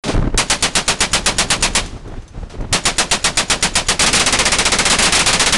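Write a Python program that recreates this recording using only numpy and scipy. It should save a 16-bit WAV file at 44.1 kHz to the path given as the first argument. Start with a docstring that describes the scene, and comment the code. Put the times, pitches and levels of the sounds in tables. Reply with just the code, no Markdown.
"""An open firing range, under a canopy, heard through a small camera microphone near a belt-fed machine
gun. It fires three bursts; late in the second, a faster gun down the line joins in. Every blast scatters
off ground, tents and hillside and overloads the microphone into a flat, harsh bark. Wind buffets the
microphone between bursts, spent brass clinks, and the feed squeaks just before each follow-up round."""
import sys
import numpy as np
from scipy import signal
from scipy.fft import rfft, irfft, next_fast_len
from scipy.io import wavfile
from scipy.ndimage import uniform_filter1d, map_coordinates

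SR = 44100
rng = np.random.default_rng(int(sys.argv[2]) if len(sys.argv) > 2 else 0)


def wrap_up_sound(samples):
    """Save the sound to the file named by the first command line argument, as 16-bit audio."""
    columns = np.atleast_2d(samples).T
    # keep every value between -1 and 1, then stretch to whole-number steps
    tamed = np.clip(columns, -1, 1)
    steps = np.round(tamed * 32767).astype(np.int16)
    wavfile.write(sys.argv[1], SR, steps)


N = 245637


def amp(db):
    """Decibels to gain."""
    return 10 ** (np.asarray(db) / 20)


def gain_at(points, hz):
    """Gain of (Hz, dB) points joined on a log axis."""
    f, db = np.transpose(points)
    return amp(np.interp(np.log(hz + 1), np.log(f + 1), db))


def wobble(rate):
    """A smooth random curve, rate knots a second."""
    return map_coordinates(rng.standard_normal(int(N * rate / SR) + 4), [np.arange(N) * rate / SR])


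def noise(spectrum, size=N):
    """Coloured noise of rms 1."""
    colour = gain_at(spectrum, np.fft.rfftfreq(size, 1 / SR))
    x = irfft(rfft(rng.standard_normal(size)) * colour, size)
    return x / np.sqrt(np.mean(x ** 2) + 1e-20)


def add(track, s, sound):
    """Mix a sound into the track at s seconds."""
    start = max(round(s * SR), 0)
    part = track[start:start + len(sound)]
    part += sound[:len(part)]


# The air over the range. Each row: frequency in Hz, relative level in dB.
AIR_SPECTRUM = [(100, 1), (1000, -2), (3000, -7.5), (6500, -11), (10000, -17), (13000, -35)]
def open_air():
    """A faint, wavering hiss all around."""
    return amp(-51.5 + 3.5 * wobble(8.7)) * noise(AIR_SPECTRUM)


# Wind on the microphone, deep and lumpy. Each row: frequency in Hz, relative level in dB.
WIND_RUMBLE = [(10, -35), (25, 5), (60, -8.5), (110, -12), (250, -39), (1000, -98)]
WIND_BUFFET = [(20, -14), (80, -9), (180, -2), (450, -9.5), (1200, -20), (3000, -33), (10000, -58)]
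# Gusts. Each row: arrival in seconds, hold in seconds, relative rumble and buffet levels in dB.
WIND_GUSTS = [(0.086, 0.009, -24, -14), (0.157, 0.037, -11, -11.5), (0.231, 0.046, -17, -17),
              (0.337, 0.028, -18, -23.5), (1.114, 0.87, -29, -32.5), (2.053, 0.14, -29.5, -33),
              (2.359, 0.09, -24, -36.5), (2.605, 0.046, -19.5, -25.5), (2.712, 0.013, -18, -28),
              (3.555, 0.39, -36, -40)]
def wind(attack_s=0.018, release_s=0.015):
    """A light breeze blows on the microphone; gusts build, hold and die away over it."""
    t = np.arange(N) / SR
    breeze = amp(-35.5 + 1.5 * wobble(6.35))
    breeze *= noise(WIND_RUMBLE) + amp(-10.5 + 4.9 * wobble(60)) * noise(WIND_BUFFET)
    rumble = buffet = np.zeros(N)
    for s, hold, rumble_db, buffet_db in WIND_GUSTS:
        swell = np.exp(np.minimum(t - s, 0) / attack_s - np.maximum(t - s - hold, 0) / release_s)
        rumble = np.maximum(rumble, amp(rumble_db + 1) * swell)
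        buffet = np.maximum(buffet, amp(buffet_db - 5) * swell)
    lumps = amp(1.7 * wobble(27) + 4 * wobble(110))
    return breeze + rumble * noise(WIND_RUMBLE) + buffet * lumps * noise(WIND_BUFFET)


# The swirl in an eddy. Each row: frequency in Hz, relative level in dB.
EDDY_SWIRL = [(20, -24), (110, -0.5), (250, 0.5), (520, -8.5), (1200, -16.5), (3000, -33), (10000, -51)]
# The hardest eddies. Each row: start in seconds, relative level in dB.
EDDY_HITS = [(0.086, -10.5), (0.162, -5), (0.175, -5), (0.22, -13.5), (0.27, -12), (0.341, -5.5),
             (2.136, -23), (2.427, -23.5)]
def eddies(rise_s=0.0058):
    """Single eddies shove the diaphragm: the pressure rises, then drops as each passes."""
    track, age = np.zeros(N), np.arange(SR // 8) / SR / rise_s
    envelope = age ** 2 * np.exp(1 - age ** 2)
    shove = 1 - age / 2
    for s, db in EDDY_HITS:
        add(track, s, amp(db - 3) * envelope * (noise(EDDY_SWIRL, len(age)) + shove))
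    return track


# Gunfire from far off, direct or back from the hillside. Each row: frequency in Hz, relative level in dB.
DISTANT_SPECTRUM = [(30, -12), (200, 7.5), (600, 5.5), (1200, 1), (4500, 1), (9500, -6), (13000, -15)]
# Shots far down the firing line. Each row: start in seconds, relative level in dB.
FAR_SHOTS = [(0.04, -15.5), (0.0809, -13), (2.499, -30.5)]
def far_shots(t60=0.33):
    """Distance smears these shots into soft, quickly fading slaps."""
    track, t = np.zeros(N), np.arange(SR // 2) / SR
    envelope = amp(-5.5 - 60 * t / t60) * (1 - np.exp(-t / 0.0022))
    for s, db in FAR_SHOTS:
        add(track, s - .003, amp(db) * envelope * noise(DISTANT_SPECTRUM, len(t)))
    return track


# Modes of a brass case. Each row: frequency in Hz, relative level in dB, seconds to fade by 60 dB.
CASE_MODES = [(6175, 3, 0.11), (7100, -8, .1), (8650, -18, .1), (11100, 1, .18)]
# Cases and belt links landing. 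Each row: start in seconds, relative level in dB.
LANDINGS = [(0.0914, -36), (0.1424, -30), (1.8595, -23.5), (1.968, -38), (2.0767, -37), (2.222, -39),
            (2.279, -33.5), (2.609, -35)]
def spent_brass(tick_t60=0.088):
    """Each landing ticks and rings the brass at new strengths."""
    track, t = np.zeros(N), np.arange(SR // 4) / SR
    for s, db in LANDINGS:
        ring = np.zeros(len(t))
        for hz, mode_db, t60 in CASE_MODES:
            decay = amp(mode_db + rng.normal(0, 3.4) - 60 * t / t60)
            ring += decay * np.sin(2 * np.pi * hz * rng.normal(1, 0.0059) * t)
        tick = amp(-9 - 60 * t / tick_t60) * noise(CRACK_SPECTRUM, len(t))
        add(track, s, amp(db) * (amp(-18) * ring + tick))
    return track


def feed_squeaks(bursts, squeak_hz=6930, rise_s=0.009, lead_s=0.021):
    """Steel slides on steel as each next round is fed: a brief high note in a faint scrape."""
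    track, t = np.zeros(N), np.arange(SR // 20) / SR
    stroke = (t / rise_s) ** 2 * np.exp(1 - (t / rise_s) ** 2)
    for burst in bursts:
        for s, _ in fire([burst])[1:]:
            note = np.sin(2 * np.pi * squeak_hz * rng.normal(1, .006) * t)
            scrape = amp(-3.5) * noise(CRACK_SPECTRUM, len(t))
            add(track, s - lead_s, amp(rng.normal(-31, 2.5)) * stroke * (note + scrape))
    return track


def fire(bursts):
    """(seconds, dB) of every round: each follows the last after one cycle of the action."""
    rounds = []
    for first, count, db, cycle in bursts:
        gaps = np.interp(np.linspace(0, 1, count - 1), np.linspace(0, 1, len(cycle)), cycle)
        rounds += [(s, db) for s in first + np.append(0, np.cumsum(gaps))]
    return rounds


# A shot's bright crack, also the colour of ticks and scrapes. Each row: frequency in Hz, relative dB.
CRACK_SPECTRUM = [(30, -14), (200, -15.5), (1000, -7.5), (2500, -1.5), (5000, 0.5), (9500, 0.5),
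                  (13000, -10)]
def blasts(rounds, echo_spectrum, crack_db, crack_t60, echo_db, echo_t60,
           hill_t60, slap_delay_s, slap_db, alike):
    """Each round: a crack, dense echoes off ground and tents, one dull slap and the hillside's answer."""
    track, t, late = np.zeros(N), np.arange(SR // 4) / SR, np.arange(SR) / SR
    crack = amp(crack_db - 60 * t / crack_t60)
    echoes = amp(echo_db - 60 * t / echo_t60) * (1 - np.exp(-t / 0.0096))
    hill = amp(-20.5 - 60 * late / hill_t60) * (1 - np.exp(-late / 0.05))
    dull = noise([(100, 5.5), (400, 4), (900, -7.5), (2000, -43), (10000, -19)], len(t))
    slap = amp(slap_db - 60 * t / 0.053) * dull
    for envelope, spectrum in ((crack, CRACK_SPECTRUM), (echoes, echo_spectrum)):
        # the surroundings stand still, so part of the pattern repeats from round to round
        same = np.sqrt(alike) * noise(spectrum, len(t))
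        for s, db in rounds:
            fresh = np.sqrt(1 - alike) * noise(spectrum, len(t))
            add(track, s, amp(db) * envelope * (same + fresh))
    for s, db in rounds:
        add(track, s + slap_delay_s, amp(db) * slap)
        add(track, s, amp(db) * hill * noise(DISTANT_SPECTRUM, len(late)))
    return track * amp(0.78 * wobble(260))  # echoes arrive in clumps


# The faster gun's dense echoes. Each row: frequency in Hz, relative level in dB.
FAST_ECHOES = [(30, -7), (130, -4.5), (220, 4), (320, -8), (460, 0), (850, -1), (1300, 0), (1600, -1.5),
               (2150, 2), (2800, -1.5), (4500, -3), (9500, -6), (13000, -22)]
# Its burst. Each row: start in seconds, rounds, relative level in dB, seconds per round from start to end.
FAST_FIRE = [(3.9935, 24, 0.3, [.0689, .0632, .0671, .0665, .0698, .0636])]
def fast_gun():
    """Down the line, one long burst at about 900 rounds a minute."""
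    return blasts(fire(FAST_FIRE), FAST_ECHOES, crack_db=8.5, crack_t60=0.046, echo_db=5, echo_t60=0.1,
                  hill_t60=0.76, slap_delay_s=0.036, slap_db=-19, alike=0.23)


# The near gun's dense echoes. Each row: frequency in Hz, relative level in dB.
NEAR_ECHOES = [(30, -2), (135, -5), (192, 5), (255, -5.5), (400, -3), (600, -0.5), (1250, -1), (1700, -3),
               (2400, -1), (4500, -3.5), (9500, -9), (13000, -14)]
# Its bursts. Each row: start in seconds, rounds, relative level in dB, seconds per round as it drifts.
NEAR_FIRE = [(0.3759, 12, -2, [.1234, .1277, .1259, .128, .1188, .1258]),
             (2.7269, 12, -2.3, [.1271, .1299, .1295, .1262, .131, .1329]), (4.899, 6, -2.5, [.1251])]
def near_gun():
    """Close to the microphone, the belt-fed gun cracks out about 470 rounds a minute."""
    return blasts(fire(NEAR_FIRE), NEAR_ECHOES, crack_db=18.5, crack_t60=0.054, echo_db=9.5,
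                  echo_t60=0.11, hill_t60=0.54, slap_delay_s=0.06, slap_db=-17.5, alike=0.19)


def scene():
    """The weather, the far end of the range and both guns, from one spot under the canopy."""
    background = open_air() + wind() + eddies() + far_shots()
    return (background + spent_brass() + feed_squeaks(NEAR_FIRE) + fast_gun() + near_gun())[None]


def overload(x, ceiling_db=-9, hardness=2.86, bias_db=-16):
    """The input stage saturates; while it does, its bias shifts and adds a thump."""
    drive = np.abs(x) / amp(ceiling_db)
    saturated = uniform_filter1d((drive > 1) * 1., size=64)
    return x / (1 + drive ** hardness) ** (1 / hardness) + amp(bias_db) * saturated


# The small microphone's response. Each row: frequency in Hz, gain in dB.
MIC_RESPONSE = [(100, 1.5), (1000, 1.5), (3000, 0.88), (7000, -1), (10000, -3), (10450, -2.5),
                (10900, -15.5), (11500, -14.5), (12400, -24.5)]
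def record(dry, start_s=.037, low_hz=24, top_hz=12400):
    """The camera starts, clips the blasts, blocks their steady offset and cuts the high treble."""
    clipped = overload(dry[0]) * (np.arange(N) > start_s * SR)
    centred = signal.sosfilt(signal.butter(1, low_hz, "highpass", fs=SR, output="sos"), clipped)
    size = next_fast_len(N + SR // 2)
    hz = np.fft.rfftfreq(size, 1 / SR)
    response = gain_at(MIC_RESPONSE, hz) / (1 + (hz / top_hz) ** 120)
    return irfft(rfft(centred, size) * response, size)[None, :N]


dry = scene()
out = record(dry)
wrap_up_sound(out)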